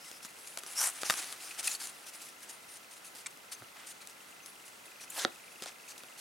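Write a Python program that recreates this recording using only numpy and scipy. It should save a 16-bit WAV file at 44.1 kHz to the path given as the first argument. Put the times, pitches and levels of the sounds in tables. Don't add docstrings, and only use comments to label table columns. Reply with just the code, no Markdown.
import sys
import numpy as np
from scipy import signal
from scipy.fft import rfft, irfft, next_fast_len
from scipy.io import wavfile

SR = 44100
rng = np.random.default_rng(int(sys.argv[2]) if len(sys.argv) > 2 else 0)


def wav_record(signal):
    frames = np.transpose(np.atleast_2d(signal))
    bounded = np.clip(frames, -1, 1)
    quanta = np.round(bounded * 32767).astype(np.int16)
    wavfile.write(sys.argv[1], SR, quanta)


N = 273684
T = np.arange(N) / SR
FFT_SIZE = next_fast_len(N)
BINS = np.maximum(np.arange(FFT_SIZE // 2 + 1) * SR / FFT_SIZE, 1)


def from_db(db):
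    return 10 ** (np.asarray(db) / 20)


def rms_one(x):
    return x / np.sqrt(np.mean(x ** 2) + 1e-20)


def at_bins(points):
    hz, value = np.transpose(points)
    return np.interp(np.log(BINS), np.log(hz), value)


def colour(x, spectrum, peaks=()):
    db = at_bins(spectrum)
    for hz, width_hz, peak_db in peaks:
        db = db + peak_db / (1 + (2 * (BINS - hz) / width_hz) ** 2)
    return rms_one(irfft(rfft(x, FFT_SIZE) * from_db(db), FFT_SIZE)[..., :N])


def spread(three, likeness):
    alike = np.clip(at_bins(likeness), 0, 1)
    parts = rfft(three, FFT_SIZE)
    pair = np.sqrt(alike) * parts[0] + np.sqrt(1 - alike) * parts[1:]
    return irfft(pair, FFT_SIZE)[:, :N]


def drift(rate):
    r = np.exp(-2 * np.pi * rate / SR)
    return rms_one(signal.lfilter([1], [1, -2 * r, r * r], rng.standard_normal(N + SR))[SR:])


def low_pass(x, hz, order=2):
    return signal.sosfilt(signal.butter(order, min(hz, .45 * SR), fs=SR, output="sos"), x + 1e-18)


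def small_sheet(x, low_hz):
    return signal.sosfilt(signal.butter(2, low_hz, "high", fs=SR, output="sos"), x + 1e-18)


def friction(per_s, size_db, smooth):
    excess = np.minimum(rng.exponential(1, (3, N)), 4)
    sizes = from_db(size_db * excess) * rng.choice([-1, 1], (3, N))
    grains = rms_one(sizes * (rng.random((3, N)) < per_s / SR))
    return grains + smooth * rng.standard_normal((3, N))


def shifting_tint(x, swing_db, per_s, count=20):
    place = np.interp(BINS, [600, 13000], [0, count - 1])
    parts = rfft(x, FFT_SIZE)
    out = 0
    for k in range(count):
        band = np.clip(1 - np.abs(place - k), 0, 1)
        out = out + irfft(parts * band, FFT_SIZE)[:, :N] * from_db(swing_db * drift(per_s))
    return rms_one(out)


def arch(start, length, skew=1):
    return np.sin(np.pi * np.clip((T - start) / length, 0, 1) ** skew).clip(0)


def press(start, length, attack_s, release_s):
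    return np.clip(np.minimum((T - start) / attack_s, (start + length - T) / release_s), 0, 1)


def hoarse_tone(hz, width_hz):
    phase = 2 * np.pi * np.cumsum(hz + np.zeros(N)) / SR
    return rms_one(drift(width_hz) * np.sin(phase) + drift(width_hz) * np.cos(phase))


def bending_ring(start, modes, travel_s, skew):
    out, first = np.zeros((2, N)), int(start * SR)
    age = T[first:first + SR // 8] - start
    for k, (hz, db, t60) in enumerate(modes):
        t = np.maximum(age - travel_s * np.sqrt(10 ** 3 / hz), 0)
        size = from_db(db + rng.standard_normal() - 60 * t / t60) * (t > 0)
        lobe = skew * rng.choice([-1, 1]) * np.array([[1], [-1]])
        ring = size * np.sin(2 * np.pi * hz * t + lobe * np.tanh(hz * t))
        out[:, first:first + len(t)] += (-1) ** k * ring
    return out


# (f/Hz, level per Hz/dB)
ROOM_SPECTRUM = [(20, -43), (50, -19.5), (100, -12.5), (190, -5.5), (340, -3), (480, -1.5), (760, -1),
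                 (980, -2), (1750, -3.5), (2900, -6.5), (4300, -9), (10500, -15.5), (12400, -15.5),
                 (15900, -17.5)]
# (f/Hz, width/Hz, level/dB)
ROOM_RESONANCES = [(1356, 123, 6.2), (2053, 77, 9.1)]
# (f/Hz, likeness/0-1)
ROOM_WIDTH = [(60, 0.9), (150, 0.96), (380, 0.28), (950, 0), (2380, 0), (5980, 0.64), (15000, 1)]


def room_noise(level_db=-54.5):
    noise = spread(rng.standard_normal((3, N)), ROOM_WIDTH)
    return from_db(level_db) * colour(noise, ROOM_SPECTRUM, ROOM_RESONANCES)


# (t/s, level/dB)
HANDLING_LEVEL = [(0, -59.5), (0.66, -57), (0.95, -49.5), (1.25, -48), (1.38, -51), (1.56, -52),
                  (2.0, -57.5), (2.7, -62.5), (6.2, -60.5)]
# (start t/s, length t/s, hiss level/dB, resonance of the rubbed card f/Hz, resonance level/dB)
FINGER_RUBS = [(0, 0.19, -62, 5240, -59), (0.035, 0.079, -54.5, 7670, -64), (0.22, 0.039, -50, 5470, -55),
               (0.242, 0.032, -45, 9650, -59), (0.382, 0.2, -57, 10900, -61),
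               (0.466, 0.029, -47.5, 9650, -52), (0.582, 0.017, -34.5, 11000, -39),
               (0.659, 0.17, -48.5, 10000, -54), (0.923, 0.097, -66, 9300, -53.5),
               (1.009, 0.023, -36.5, 7900, -43), (1.12, 0.16, -53, 10400, -50.5),
               (1.305, 0.045, -47, 9800, -51), (1.409, 0.125, -50.5, 8960, -55.5),
               (1.589, 0.023, -44, 9300, -40), (1.624, 0.15, -41, 10500, -49),
               (1.685, 0.048, -54, 6980, -47), (1.791, 0.053, -47.5, 4550, -54),
               (1.824, 0.096, -51, 9200, -53), (2.059, 0.054, -47.5, 8790, -63),
               (2.129, 0.056, -49.5, 9300, -64), (2.185, 0.13, -53.5, 9300, -76),
               (2.206, 0.039, -49, 7750, -62), (2.41, 0.053, -55.5, 9300, -63),
               (2.479, 0.093, -59, 9000, -58), (2.487, 0.035, -46, 6460, -54),
               (2.681, 0.11, -53.5, 9470, -56), (2.901, 0.058, -53, 9000, -63),
               (2.95, 0.043, -56, 9470, -71), (3.039, 0.061, -53, 10100, -58), (3.15, 0.08, -54, 4600, -65),
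               (3.298, 0.033, -57, 8200, -64), (3.511, 0.046, -45, 9080, -50),
               (3.573, 0.05, -62, 5800, -66), (3.859, 0.077, -49.5, 9000, -55.5),
               (4.008, 0.027, -54, 4220, -51.5), (4.088, 0.034, -54.5, 8000, -59),
               (4.418, 0.068, -67, 6200, -62), (4.447, 0.072, -58, 10650, -57),
               (4.646, 0.062, -54.5, 10100, -64), (4.848, 0.034, -53.5, 10850, -59),
               (5.001, 0.06, -49.5, 5800, -54), (5.1, 0.074, -51.5, 8300, -60),
               (5.514, 0.035, -62, 11000, -61), (5.699, 0.035, -59, 6200, -61),
               (5.875, 0.06, -50.5, 6600, -56), (5.972, 0.045, -55.5, 9800, -62),
               (6.171, 0.059, -51, 4350, -57)]
RUB_ATTACK_S, RUB_RELEASE_S = 0.011, 0.023


def rubbing_gains(swing_db=1, shifts_per_s=9.2, handling_body_db=-3, rub_body_db=-9):
    rustle_db = np.interp(T, *np.transpose(HANDLING_LEVEL)) + swing_db * drift(shifts_per_s)
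    rub_power = np.zeros(N)
    for start, length, db, *_ in FINGER_RUBS:
        rub_power += (from_db(db) * press(start, length, RUB_ATTACK_S, RUB_RELEASE_S)) ** 2
    hiss_gain = np.sqrt(from_db(rustle_db) ** 2 + rub_power)
    body_gain = np.sqrt(from_db(rustle_db + handling_body_db) ** 2 + rub_power * from_db(rub_body_db) ** 2)
    return hiss_gain, body_gain


# (start t/s, length t/s, hiss level/dB, body level re hiss/dB, top of the hiss f/Hz)
CARD_SLIDES = [(1.029, 0.15, -39, -13.5, 13900), (1.161, 0.05, -38.5, -12, 13000),
               (1.183, 0.074, -47, -13, 12000), (1.578, 0.035, -38, -10.5, 11500),
               (1.631, 0.061, -41, -14, 15500), (1.788, 0.1, -47, -11, 16000),
               (3.74, 0.13, -63.5, 7, 12000), (5.621, 0.031, -43.5, -7.5, 9050),
               (5.648, 0.059, -46, -7.5, 9150)]
# (f/Hz, level per Hz/dB)
HISS_SPECTRUM = [(300, -33), (1000, -35), (2400, 0.5), (3300, 1), (4600, 4.5), (6300, 5), (7400, 6),
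                 (9500, 9), (10800, 4.5), (12300, -1), (16000, -11)]
BODY_SPECTRUM = [(50, -24), (120, -55), (300, -6.5), (520, -13.5), (760, -1), (1000, -5.5), (1250, -1),
                 (1900, -1.5), (2700, -2.5), (4000, -7), (9000, -22)]
# (f/Hz, width/Hz, level/dB)
HISS_RESONANCES = [(6060, 290, 1), (6200, 380, 1.5), (8600, 320, -1.5), (9200, 250, -2.5)]
# (f/Hz, level per Hz/dB)
EDGE_TICK_SPECTRUM = [(200, 8), (1200, -4.5), (3000, 1.5), (6000, 7.5), (10000, 6.5), (12500, 0),
                      (16000, -14)]
# (f/Hz, likeness/0-1)
CARD_WIDTH = [(100, 1), (700, 0.85), (2000, 0.97), (6000, 0.83), (12000, 1)]


def rubs_and_slides(hiss_power=1.43, body_power=0.72):
    grip = from_db(1.3 * drift(80))
    hiss_grains = spread(friction(per_s=4600, size_db=2.5, smooth=1.0), CARD_WIDTH)
    hiss = shifting_tint(colour(hiss_grains, HISS_SPECTRUM, HISS_RESONANCES), swing_db=2.2, per_s=14)
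    body = colour(spread(friction(per_s=900, size_db=1.0, smooth=0.63), CARD_WIDTH), BODY_SPECTRUM)
    ticks = spread(friction(per_s=130, size_db=2.0, smooth=0), CARD_WIDTH)
    crackle = small_sheet(colour(ticks, EDGE_TICK_SPECTRUM), low_hz=500)
    hiss_gain, body_gain = rubbing_gains()
    out = hiss_gain * (hiss + .36 * crackle) + body_gain * body
    for start, length, db, body_db, top_hz in CARD_SLIDES:
        speed = arch(start, length)
        slide_hiss = low_pass(speed ** hiss_power * hiss, top_hz)
        slide_body = from_db(body_db) * speed ** body_power * body
        out += from_db(db) * (slide_hiss + slide_body)
    return grip * out


def rub_rings(width_hz=510):
    out = np.zeros(N)
    for start, length, _, hz, db in FINGER_RUBS:
        span = slice(max(int(start * SR), 0), int((start + length) * SR))
        band = signal.butter(2, [hz - width_hz / 2, hz + width_hz / 2], "band", fs=SR, output="sos")
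        pressure = press(start, length, RUB_ATTACK_S, RUB_RELEASE_S)[span]
        ring = rms_one(signal.sosfilt(band, rng.standard_normal(SR // 2)))
        out[span] += from_db(db) * pressure * ring[-len(pressure):]
    return out


# (t/s, delay in its cycle t/s, relative level/dB, extra level of every second chirp/dB, rise t/s)
CHIRP_COURSE = [(0, .004, 2, -12, .0016), (2.35, .004, 1, -12, .0016), (2.5, .004, -3.5, 0, .0018),
                (4.35, .004, -2, 0, .002), (4.5, -.001, -1.5, 0, .002), (4.8, -.002, -1, 0, .002),
                (4.9, -.003, 0.5, 0, .003), (5.9, -.003, 0.5, 0, .003), (6.0, .004, -1, 0, .002)]


def chirps(level_db=-50, settle_hz=2330, drop_hz=760, hook_s=0.0028):
    starts = np.arange(0, N / SR - .03, .04)
    chance = rng.standard_normal((len(starts), 2)) * [1.5, 70]
    when, *columns = np.transpose(CHIRP_COURSE)
    out, t = np.zeros(N), T[:SR // 60]
    waver_hz = 90 * drift(150)
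    for k, (s, (louder_db, higher_hz)) in enumerate(zip(starts, chance)):
        late_s, db, weak_db, rise_s = (np.interp(s, when, c) for c in columns)
        first, age = int((s + late_s) * SR), t / rise_s
        hz = settle_hz + higher_hz + drop_hz * np.exp(-t / hook_s) + waver_hz[first:first + len(t)]
        tone = (age * np.exp(1 - age)) ** 2 * np.sin(2 * np.pi * np.cumsum(hz) / SR)
        chirp_db = level_db + db + louder_db + weak_db * (k % 2 == 0)
        out[first:first + len(t)] += from_db(chirp_db) * tone
    return out


def room(x, wall_hz=3300, wet_db=-20, echo_db=-26):
    t60, echo_s = .25, .03
    t = T[:SR // 2]
    decay = from_db(-60 * t / t60) * (t > .004)
    tail = low_pass(rng.standard_normal((2, len(t))) * decay, wall_hz)
    tail = tail * from_db(wet_db) / np.sqrt(np.sum(tail ** 2) / 2)
    click = 1. * (np.arange(len(t)) == int(echo_s * SR))
    echo = from_db(echo_db) * low_pass(click, 1400)
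    return signal.fftconvolve(x.mean(axis=0)[None], tail + echo, axes=1)[:, :N]


# (t/s, edge tick level/dB, ring of the cards level/dB)
EDGE_TAPS = [(0.1145, -34, -51), (0.2490, -37, -41), (0.5738, -26, -37), (0.6352, -37, -39),
             (0.6640, -35, -47), (1.0170, -36, -48), (1.0328, -33, -26), (1.0981, -21.5, -17.5),
             (1.0992, -28, -17.5), (1.1056, -21, -20), (1.1078, -27, -28), (1.1235, -36, -33),
             (1.1394, -29, -31), (1.2438, -34.5, -47), (1.3258, -30, -41), (1.3330, -41, -46),
             (1.5480, -43, -52), (1.5915, -33, -44), (1.6085, -38, -46), (1.6295, -34, -48),
             (1.8722, -33, -57), (2.4955, -40, -58), (3.1515, -41, -58), (3.1570, -39, -58),
             (3.3735, -44.5, -63), (4.0728, -35, -66), (4.4605, -35, -64), (5.6222, -33, -42),
             (5.6375, -39, -39), (5.6595, -38, -46), (5.6925, -46, -45), (5.9795, -38, -58),
             (6.0352, -41, -46)]
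# (f/Hz, level/dB, t60/s)
STACK_RING = [(536, -7.5, 0.0072), (800, 2.5, 0.0027), (1214, -3, 0.02), (1530, 0, 0.0077),
              (1890, -3, 0.0098), (2500, 5, 0.0024), (3716, -6, 0.011), (4710, -7.5, 0.012),
              (6650, -35, 0.0073)]


def taps(tick_decay_s=0.0013):
    crunch, rings = np.zeros(N), np.zeros((2, N))
    for s, tick_db, ring_db in EDGE_TAPS:
        first = int(s * SR)
        crunch[first:first + SR // 20] += from_db(tick_db) * np.exp(-T[:SR // 20] / tick_decay_s)
        rings += from_db(ring_db) * bending_ring(s, STACK_RING, travel_s=0.00021, skew=0.042)
    grains = colour(spread(rng.standard_normal((3, N)), CARD_WIDTH), EDGE_TICK_SPECTRUM)
    return small_sheet(crunch * grains + rings, low_hz=245)


# (centre t/s, f/Hz, level/dB, half length t/s)
HAND_KNOCKS = [(0.252, 210, -52.5, 0.0038), (0.5776, 695, -42, 0.0016), (0.6376, 480, -51, 0.0015),
               (1.0338, 576, -30.5, 0.001), (1.109, 140, -51.5, 0.0053), (3.627, 117, -55, 0.014),
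               (5.622, 292, -42, 0.0012), (5.663, 700, -37.5, 0.00087)]


def thumps():
    out = np.zeros(N)
    for s, hz, db, half in HAND_KNOCKS:
        swell = np.exp(-((T - s) / half) ** 2)
        out += from_db(db) * swell * np.sin(2 * np.pi * hz * (T - s))
    return out


# (f/Hz, level per Hz/dB)
FAN_SPECTRUM = [(100, -50), (300, -28), (700, -8.5), (1250, -2), (2300, -7), (4200, -12), (6500, -3.5),
                (9100, 1.5), (11000, -4.5), (12200, -8), (14300, -14), (16000, -25)]


def fan_closing(left_db=0.1, scrape_db=-30.0, song_s=0.12, pitch_hz=5250, rise_hz_per_s=9500,
                width_hz=380, song_db=-37):
    start_s, length_s = 0.749, 0.17
    grains = spread(friction(per_s=2600, size_db=2.8, smooth=0.55), CARD_WIDTH)
    scrape = shifting_tint(colour(grains, FAN_SPECTRUM), swing_db=2.2, per_s=22)
    scrape = from_db(scrape_db) * arch(start_s, length_s, skew=1.06) ** 1.22 * scrape
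    hz = pitch_hz + rise_hz_per_s * np.clip(T - start_s, 0, length_s)
    song = from_db(song_db) * arch(start_s, song_s) * hoarse_tone(hz, width_hz)
    grip = from_db(1.3 * drift(130))
    return from_db([[left_db], [-left_db]]) * grip * (song + scrape)


# (start t/s, length t/s, level/dB, top of its sound f/Hz, pitch factor)
EDGE_CATCHES = [(1.505, 0.023, -44.5, 3500, 1.0), (1.672, 0.012, -30.5, 12100, 1.03),
                (1.711, 0.011, -42, 10000, 1.0), (1.756, 0.0068, -49, 7000, 1.1),
                (3.2596, 0.0097, -42.5, 8950, 0.79), (3.265, 0.01, -38, 9500, 0.9),
                (3.517, 0.021, -45.5, 9050, 0.97), (4.011, 0.022, -53.5, 5520, 0.92)]
# (f/Hz, width/Hz, level/dB)
EDGE_RESONANCES = [(1580, 1200, -11.5), (2486, 1030, -9), (4430, 3000, -7.5), (6780, 1400, -7.5),
                   (9500, 2600, 2)]


def catches(attack_s=0.0015, release_s=0.0058):
    starts, *_, factors = np.transpose(EDGE_CATCHES)
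    pitch = factors[np.maximum(np.searchsorted(starts, T) - 1, 0)]
    judder = np.zeros(N)
    for hz, width_hz, db in EDGE_RESONANCES:
        judder += from_db(db) * hoarse_tone(hz * pitch, width_hz / 2)
    out = np.zeros(N)
    for start, length, db, top_hz, _ in EDGE_CATCHES:
        out += from_db(db) * low_pass(press(start, length, attack_s, release_s) * judder, top_hz)
    return out


# (t/s, f/Hz, level/dB, overtone level re the tone/dB)
EDGE_SLIPS = [(1.5095, 2540, -36.5, -14), (1.6781, 2550, -26, -5), (1.7155, 4180, -35, 5.5),
              (1.7496, 4470, -32, -17), (3.2598, 2283, -36.5, -7), (3.5205, 4500, -42.5, -10),
              (3.5485, 6300, -44, -25)]


def edge_rings(rise_s=0.0016, overtone_ratio=1.685, jitter_rad=0.074):
    out, t = np.zeros(N), T[:SR // 30]
    swell = t / rise_s * np.exp(1 - t / rise_s)
    for s, hz, db, overtone_db in EDGE_SLIPS:
        first = int(s * SR)
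        phase = 2 * np.pi * hz * t + jitter_rad * np.cumsum(rng.standard_normal(len(t)))
        tone = np.sin(phase) + from_db(overtone_db) * np.sin(overtone_ratio * phase)
        out[first:first + len(t)] += from_db(db) * swell * tone
    return out


# (t/s, level/dB, contact softness as low-pass f/Hz)
CARD_FLICKS = [(3.6207, -41.5, 2230), (5.2489, -17, 9500), (5.6225, -35, 4000), (5.659, -41, 5200),
               (6.035, -47, 4530)]
# (f/Hz, level/dB, t60/s)
CARD_RING = [(246, -13.5, 0.038), (350, -13, 0.064), (540, -8.5, 0.028), (750, -12, 0.047),
             (1385, 0, 0.015), (1400, -44, 0.14), (1650, -17, 0.021), (1950, -1.5, 0.0073),
             (3300, -2, 0.0066), (3860, -0.5, 0.0089), (4280, -5, 0.01), (4800, -2.5, 0.0046),
             (6120, -8, 0.0095), (7500, -10, 0.0042)]


def flicks():
    snaps = np.zeros((2, N))
    for s, db, soft_hz in CARD_FLICKS:
        ring = bending_ring(s, CARD_RING, travel_s=0.00043, skew=0.11)
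        snaps += low_pass(from_db(db) * ring, soft_hz)
    return small_sheet(snaps, low_hz=120) * from_db([[-1.6], [1.2]])


def squeak(width_s=.004, pitch_hz=3620, rise_hz_per_s=38000, level_db=-44.5):
    age = T - 5.104
    glide = rise_hz_per_s * np.clip(age, -2 * width_s, 2 * width_s)
    phase = 2 * np.pi * np.cumsum(pitch_hz + glide + 110 * drift(600)) / SR
    tone = sum(from_db(db) * np.sin(k * phase) for k, db in enumerate([-16, 5.0, 3.5, 0], 1))
    return from_db(level_db) * np.exp(-(age / width_s) ** 2) * tone


# (f/Hz, level per Hz/dB)
FLAT_SPECTRUM = [(80, -45), (300, -12), (900, 2), (1800, -1.5), (5000, -7), (8500, -7), (9600, -1),
                 (12000, -3), (13500, -12), (16000, -21)]
BOWED_SPECTRUM = [(50, -45), (150, -18), (400, -3), (900, 1), (2000, 3.5), (2600, -4), (3500, 4), (6000, 0),
                  (9500, -2.5), (12000, -10), (16000, -24)]


def pull_off(right_db=0.5, flat_db=-37.5, bowed_db=-37, bow_after_s=0.063, bow_time_s=0.01):
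    start_s, length_s = 5.126, 0.132
    grains = spread(friction(per_s=3200, size_db=1.6, smooth=0.7), CARD_WIDTH)
    grains = shifting_tint(grains, swing_db=2.4, per_s=30, count=14)
    bowed = .5 + .5 * np.tanh((T - start_s - bow_after_s) / bow_time_s)
    flat_scrape = (1 - bowed) * from_db(flat_db) * colour(grains, FLAT_SPECTRUM)
    bowed_scrape = bowed * from_db(bowed_db) * colour(grains, BOWED_SPECTRUM)
    grip = from_db(1.2 * drift(45))
    drag = arch(start_s, length_s, skew=1.6) ** 0.62
    return from_db([[-right_db], [right_db]]) * grip * drag * (flat_scrape + bowed_scrape)


def scene():
    edges = small_sheet(rub_rings() + catches() + edge_rings(), low_hz=600) * from_db([[.8], [-.8]])
    cards = rubs_and_slides() + edges + taps() + thumps() + fan_closing()
    cards = cards + flicks() + squeak() + pull_off()
    return room_noise() + chirps() + cards * from_db([[.45], [-.45]]) + room(cards)


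def record(dry):
    return signal.sosfilt(signal.ellip(10, .1, 80, 16000, fs=SR, output="sos"), dry)


dry = scene()
out = record(dry)
wav_record(out)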